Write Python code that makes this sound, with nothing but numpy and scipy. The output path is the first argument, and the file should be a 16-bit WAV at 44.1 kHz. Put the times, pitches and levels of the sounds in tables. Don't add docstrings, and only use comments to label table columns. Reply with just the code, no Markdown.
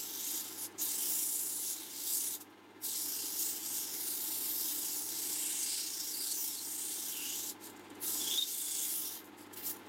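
import sys
import numpy as np
from scipy import signal
from scipy.fft import rfft, irfft
from scipy.io import wavfile
from scipy.ndimage import uniform_filter1d

SR = 44100
rng = np.random.default_rng(int(sys.argv[2]) if len(sys.argv) > 2 else 0)


def digitize_waveform(pressure):
    field = np.atleast_2d(pressure).T
    bounded = np.clip(field, -1, 1)
    quanta = np.round(bounded * 32767).astype(np.int16)
    wavfile.write(sys.argv[1], SR, quanta)


N = 435708
TIME = np.arange(N) / SR
FREQS = np.maximum(np.arange(N // 2 + 1) * SR / N, 1)
BELT_HZ, SPINDLE_HZ, RIPPLE_HZ = 8.44, 29.5, 99.95


def from_db(db):
    return 10 ** (np.asarray(db) / 20)


def rms_one(x):
    return x / np.sqrt(np.mean(np.abs(x) ** 2) + 1e-20)


def automation(rows):
    times, *columns = np.transpose(rows)
    return [np.interp(TIME, times, column) for column in columns]


def drift(rate_hz):
    return rms_one(irfft(rfft(rng.standard_normal(N)) / (1 + (FREQS / rate_hz) ** 2), N))


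def cycle(hz):
    return np.sin(2 * np.pi * (hz * TIME + rng.random()))


def eq_curve(points, modes):
    hz, db = np.transpose(points)
    slope_db = np.interp(np.log(FREQS), np.log(hz), db)
    peaks_db = sum(lift / (1 + (2 * (FREQS - f) / width) ** 2) for f, width, lift in modes)
    return from_db(slope_db + peaks_db)


def colour(x, gain):
    return irfft(rfft(x) * gain, N)


# t/s, level/dB
DRONE_RIDE = [(0, -108), (7.1, -104), (7.8, -85), (8.35, -89), (8.42, -100), (9.3, -88), (9.88, -96)]
def drone(hz=48):
    level_db, = automation(DRONE_RIDE)
    return np.sqrt(2) * from_db(level_db) * cycle(hz)


def turning(hz):
    bumps = irfft(np.exp(2j * np.pi * rng.random(round(SR / hz) // 2 + 1)))
    return rms_one(np.resize(bumps, N))


# f/Hz, relative level/dB
RUMBLE_EQ = [(20, -44), (60, -35), (100, -15.5), (150, -21), (230, -9), (320, 2), (430, -7), (560, -16.5),
             (900, -16), (2000, -18), (3500, -21), (5500, -30.5), (10000, -37), (15700, -36)]
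# f/Hz, width/Hz, boost/dB
HOUSING_MODES = [(118, 7.3, 0.5), (319.5, 6.1, 1.5), (338, 10, 0), (421, 18, 3), (762, 73, 7),
                 (891, 39, 11), (1028, 57, 7.5), (1270, 8, 10.5), (1382, 36, 8), (1587, 46, 7),
                 (1743, 32, 9), (1840, 40, 1.5), (2077, 32, 9.5), (2805, 10, 8), (6740, 480, 4),
                 (8160, 88, 12), (11400, 600, 5)]
def rumble(belt_share=0.42, spindle_share=0.16, loose_share=0.48):
    loops = np.sqrt(belt_share) * turning(BELT_HZ) + np.sqrt(spindle_share) * turning(SPINDLE_HZ)
    repeating = 1 / np.sqrt(1 + (FREQS / 800) ** 2)
    loose = np.sqrt(loose_share + (1 - repeating ** 2) * (belt_share + spindle_share))
    shake = colour(loops, repeating) + colour(rng.standard_normal(N), loose)
    housing = rms_one(colour(shake, eq_curve(RUMBLE_EQ, HOUSING_MODES)))
    return housing * (1 + .18 * cycle(2 * BELT_HZ))


# harmonic of the torque ripple, relative level/dB
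HUM_PARTIALS = [(1, -18), (2, -16), (3, -8.5), (5, -23), (6, -23)]
# ripple steps above the slot tone, relative level/dB
WHINE_PARTIALS = [(0, -13), (1, -18), (2, -21), (3, -24)]
def motor(slot_hz=836.2, waver_rad=2.2):
    hum = sum(from_db(db) * cycle(k * RIPPLE_HZ) for k, db in HUM_PARTIALS)
    slip = waver_rad * drift(1.8)
    whine = sum(from_db(db) * np.sin(2 * np.pi * ((slot_hz + k * RIPPLE_HZ) * TIME + rng.random()) + slip)
                for k, db in WHINE_PARTIALS)
    return np.sqrt(2) * (hum + whine)


# t/s, level/dB
LATHE_RIDE = [(0.01, -55.5), (1.1, -53.5), (1.3, -57), (2.7, -57.5), (3.2, -55), (5.4, -54.5), (5.8, -58),
              (7.25, -55.5), (7.85, -52.5), (8.37, -51.5), (8.41, -60), (8.9, -56), (9.87, -52)]
def lathe(rumble_db=-0.23, motor_db=-1.0):
    level_db, = automation(LATHE_RIDE)
    return from_db(level_db) * (from_db(rumble_db) * rumble() + from_db(motor_db) * motor())


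def workshop(x, t60_s=.07, wet_db=-8):
    age, wet = TIME[:SR // 4], from_db(wet_db)
    tail = rng.standard_normal(len(age)) * from_db(-60 * age / t60_s) * (age > .001)
    echoes = rms_one(tail) / np.sqrt(len(age))
    return (x + wet * signal.fftconvolve(x, echoes)[:N]) / np.sqrt(1 + wet ** 2)


def once_a_turn():
    return sum(np.sin(2 * np.pi * k * SPINDLE_HZ * TIME) / k for k in (1, 2, 3))


# f/Hz, relative level/dB
GRIT_EQ = [(400, -40.5), (1500, -16), (2400, -13), (3400, -4.5), (4200, -5.5), (5200, -4.5), (6200, -2.5),
           (6900, -.5), (7800, 1), (11000, -2.5), (13000, -2), (15700, -7)]
# f/Hz, width/Hz, boost/dB
WOOD_MODES = [(2110, 73, 4.5), (2750, 14, 5), (3167, 36, 4), (3450, 690, -1), (4920, 170, 4.5),
              (5160, 150, 2.5), (5620, 230, 3.5), (6825, 86, 5.5), (7640, 170, 2)]
def on_wood(friction):
    return rms_one(colour(friction, eq_curve(GRIT_EQ, WOOD_MODES)))


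# t/s, starting level/dB before the trim
FLICK_CUES = [(0.9194, -36), (3.281, -31), (6.318, -36), (7.4924, -46), (7.658, -41), (7.795, -46),
              (9.243, -46), (9.5397, -45)]
def flicks(t60_s=0.025, trim_db=-7):
    envelope = np.zeros(N)
    for start, db in FLICK_CUES:
        onset = round(start * SR)
        decay_db = np.minimum(60 * TIME[:N - onset] / t60_s, 200)
        envelope[onset:] += from_db(db + trim_db - decay_db)
    return envelope * on_wood(rng.standard_normal(N))


# start t/s, end t/s, f/Hz, width/Hz, level/dB before the trim
FLARE_CUES = [(0.0, 0.52, 3540, 900, -54.5), (0.205, 0.42, 6600, 1400, -46),
              (0.57, 0.677, 10900, 1200, -46), (0.781, 0.847, 6560, 1000, -41.5),
              (0.898, 1.744, 7600, 1200, -48), (0.95, 1.752, 9850, 1600, -42.5),
              (1.883, 2.06, 4600, 2000, -52), (2.05, 2.143, 3660, 400, -51.5), (2.1, 2.345, 9750, 900, -43),
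              (2.86, 3.6, 5200, 1100, -49.5), (3.37, 3.57, 15000, 1200, -44), (3.85, 5.05, 4700, 2000, -51),
              (4.2, 4.55, 9700, 1200, -49), (3.95, 4.9, 13800, 2200, -44), (5.248, 5.85, 8300, 2000, -43),
              (5.25, 5.957, 2760, 1700, -48.5), (5.62, 5.88, 4750, 700, -48), (5.9, 6.15, 5500, 700, -46.5),
              (6.312, 6.33, 8500, 600, -39), (6.335, 6.516, 14800, 1300, -43),
              (6.615, 7.05, 8650, 2000, -46), (6.653, 7.466, 3620, 1400, -55),
              (7.214, 7.493, 6060, 1400, -48.5), (8.03, 8.45, 5400, 1200, -48),
              (8.46, 8.85, 8500, 1800, -45)]
def flares(trim_db=2.5, stutter_db=1.1):
    rubbing = on_wood(rng.standard_normal(N))
    rubbing *= from_db(stutter_db * (drift(30) + once_a_turn()))
    out = np.zeros(N)
    for start, end, hz, width, db in FLARE_CUES:
        on = (TIME > start) & (TIME < end)
        band = signal.butter(1, [hz - width / 2, hz + width / 2], "band", fs=SR, output="sos")
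        swell = np.sqrt(np.abs(np.sin(np.pi * (TIME[on] - start) / (end - start))))
        out[on] += from_db(db + trim_db) * swell * rms_one(signal.sosfilt(band, rubbing[on]))
    return out


# start t/s, end t/s, f/Hz, swoop/share of f, glide/(Hz/s), level/dB, purity/0-1
SQUEAL_CUES = [(6.11, 6.262, 4500, 0.085, 2600, -44, 0), (6.255, 6.315, 4250, 0.21, -2000, -47, 0.05),
               (6.311, 6.333, 4330, 0.0, 6000, -41.5, 0.5), (6.32, 6.56, 6300, 0.0, -4600, -46.5, 0.08),
               (6.544, 6.635, 3650, 0.42, 7000, -48, 0.1), (7.1, 7.373, 2590, 0.68, 1500, -49.5, 0.1),
               (8.198, 8.235, 3450, 0.0, 0, -43, 0.67), (8.223, 8.33, 3180, 0.049, 1200, -43, 0.26),
               (8.3, 8.39, 3360, 0.0065, 1999, -35.5, 0.37), (8.392, 8.445, 3640, 0.0089, 0, -37, 0.6),
               (8.435, 8.475, 3620, 0.0, 0, -48, 0.3), (8.378, 8.401, 3630, 0.034, 2, -28.5, 0.88),
               (8.416, 8.434, 3630, 0.033, 0, -30, 0.84), (8.49, 8.97, 3550, 0.0, -480, -52.5, 0.2)]
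def squeals(width_hz=210, swoop_s=0.028, octave_db=-20):
    resonance = drift(width_hz) + 1j * drift(width_hz)
    rough = rms_one(resonance * from_db(1.7 * (drift(40) + once_a_turn())))
    jitter = .016 * drift(120)
    out = np.zeros(N)
    for start, end, hz, swoop, glide, level_db, purity in SQUEAL_CUES:
        on = (TIME > start) & (TIME < end)
        age = TIME[on] - start
        pitch = hz * (1 + swoop * np.exp(-age / swoop_s)) + glide * age
        pitch *= 1 + (1 - purity) * jitter[on]
        texture = np.sqrt(purity) + np.sqrt(1 - purity) * rough[on]
        whistle = texture * np.exp(2j * np.pi * np.cumsum(pitch) / SR)
        octave = from_db(octave_db) * whistle ** 2 * rough[on]
        swell = np.sqrt(np.abs(np.sin(np.pi * (age / (end - start)) ** 1.1)))
        out[on] += np.sqrt(2) * from_db(level_db) * swell * (whistle + octave).real
    return out


def flexing(x, depth_db=2.14):
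    _, _, frames = signal.stft(x, nperseg=512)
    patches = rng.standard_normal(frames.shape)
    for _ in range(2):
        patches = uniform_filter1d(patches, size=9, axis=0)
        patches = uniform_filter1d(patches, size=16, axis=1)
    return signal.istft(frames * from_db(depth_db * rms_one(patches)))[1][:N]


def touching(start, end, bite_db_per_s=852, lift_db_per_s=522):
    on = (TIME > start - .1) & (TIME < end + .15)
    before, after = np.maximum(start - TIME[on], 0), np.maximum(TIME[on] - end, 0)
    return on, -bite_db_per_s * before - lift_db_per_s * after


# t/s, pressure as level/dB, brightness/dB
FIRST_PASS = [(0.0, -44.5, 0), (0.066, -47, -1), (0.368, -41, -0.5), (0.48, -44.5, -5.5),
              (0.556, -48.5, -2), (0.644, -46.5, 3), (0.655, -46, -1)]
SECOND_PASS = [(0.797, -44, -3), (0.825, -40, 4), (0.9, -36.5, -4), (1.15, -41, 2.5), (1.6, -51, 5),
               (1.72, -37, -4), (1.76, -45, -2), (1.91, -48, -3.5), (2.15, -36.5, -1), (2.29, -44.5, -1),
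               (2.352, -45.5, 2.5)]
LONG_PASS = [(2.841, -41, 1.5), (2.91, -41, -0.5), (3.03, -39.5, -3.5), (3.21, -42.5, -2.5),
             (3.36, -43.5, 1.5), (3.4, -38.5, 1), (3.53, -39.5, -4), (3.58, -45.5, 0), (3.66, -40.5, -4.5),
             (3.79, -38.5, -3), (3.86, -42.5, -4), (4.0, -41.5, 0.5), (4.19, -43.5, 2), (4.32, -43, -1.5),
             (4.65, -41.5, 2), (5.04, -41, -1), (5.45, -40.5, -3), (5.77, -41, -8), (5.85, -40.5, -6),
             (6.05, -42.5, -1.5), (6.47, -39.5, -5), (6.54, -43, -2.5), (7.1, -42, -2), (7.3, -42.5, -3),
             (7.504, -43.5, -1)]
FOURTH_PASS = [(8.025, -45, 5), (8.09, -38.5, 0), (8.2, -41.5, -0.5), (8.35, -40, -2), (8.45, -42, -2),
               (8.6, -43, 0), (8.77, -38, -4), (8.97, -42.5, 3), (9.15, -46, -0.5), (9.202, -57, 3)]
LAST_PASS = [(9.575, -51.5, 4.8), (9.621, -56.5, 7.4), (9.665, -40.5, 2), (9.712, -44, 4)]
# start t/s, end t/s, level/dB before the band EQ, brightness/dB
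BRUSH_CUES = [(0.69, 0.75, -66, -9), (2.409, 2.416, -52, 1), (2.499, 2.507, -71, 0),
              (7.616, 7.703, -53.5, -3), (7.75, 7.96, -70.5, -9), (9.249, 9.275, -67, 3),
              (9.385, 9.446, -61, -2), (9.534, 9.57, -61, 1), (9.73, 9.792, -67, 2), (9.80, 9.88, -80, -3)]
# centre f/Hz, level/dB, pressure tracking/(dB/dB), brightness tracking/(dB/dB)
GRIP_BANDS = [(2680, -1.5, 0.2, 0.0), (5360, 1.87, 0.73, 0.0), (8860, 0.6, 1.36, 0.14),
              (12200, 5, 1.0, 1.08)]
def grip(hiss, firm_db=-41, slack_db=-45, bounce_per_db=0.2272):
    centres, band_db, follows, brightens = np.transpose(GRIP_BANDS)[:, :, None]
    gains, bounce = np.zeros((len(GRIP_BANDS), N)), drift(35)
    for rows in (FIRST_PASS, SECOND_PASS, LONG_PASS, FOURTH_PASS, LAST_PASS):
        level_db, bright_db = automation(rows)
        on, gate_db = touching(rows[0][0], rows[-1][0])
        pressed_db = firm_db + follows * (level_db[on] - firm_db)
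        gains[:, on] += from_db(gate_db + pressed_db + band_db + brightens * bright_db[on])
    for start, end, db, bright_db in BRUSH_CUES:
        on, gate_db = touching(start, end)
        bounce_db = bounce_per_db * max(slack_db - db, 0) * bounce[on]
        brush = from_db(gate_db + db + bounce_db + band_db + brightens * bright_db)
        gains[:, on] = np.hypot(gains[:, on], brush)
    bands = [np.interp(np.log(FREQS), np.log(centres[:, 0]), solo) for solo in np.eye(len(GRIP_BANDS))]
    return sum(gain * colour(hiss, band) for gain, band in zip(gains, bands))


def sanding(grains_per_s=14000, size_db=2.5, smooth_mix=0.62, flutter_db=1.0, tremor_db=0.5):
    sizes = from_db(size_db * np.minimum(rng.exponential(1, N), 6)) * rng.choice([-1, 1], N)
    clicks = rms_one(sizes * (rng.random(N) < grains_per_s / SR))
    grit = clicks + smooth_mix * rng.standard_normal(N)
    hiss = grip(flexing(on_wood(grit)))
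    throb = 1 + .08 * once_a_turn() + .036 * cycle(RIPPLE_HZ)
    return from_db(flutter_db * drift(66) + tremor_db * drift(13)) * throb * hiss


def scene():
    mono = workshop(sanding() + flares() + flicks()) + squeals() + lathe() + drone()
    return np.array([mono, mono])


def record(dry):
    cutoff_hz = 15850
    return colour(dry, 1 / np.sqrt(1 + (FREQS / cutoff_hz) ** 400))


dry = scene()
out = record(dry)
digitize_waveform(out)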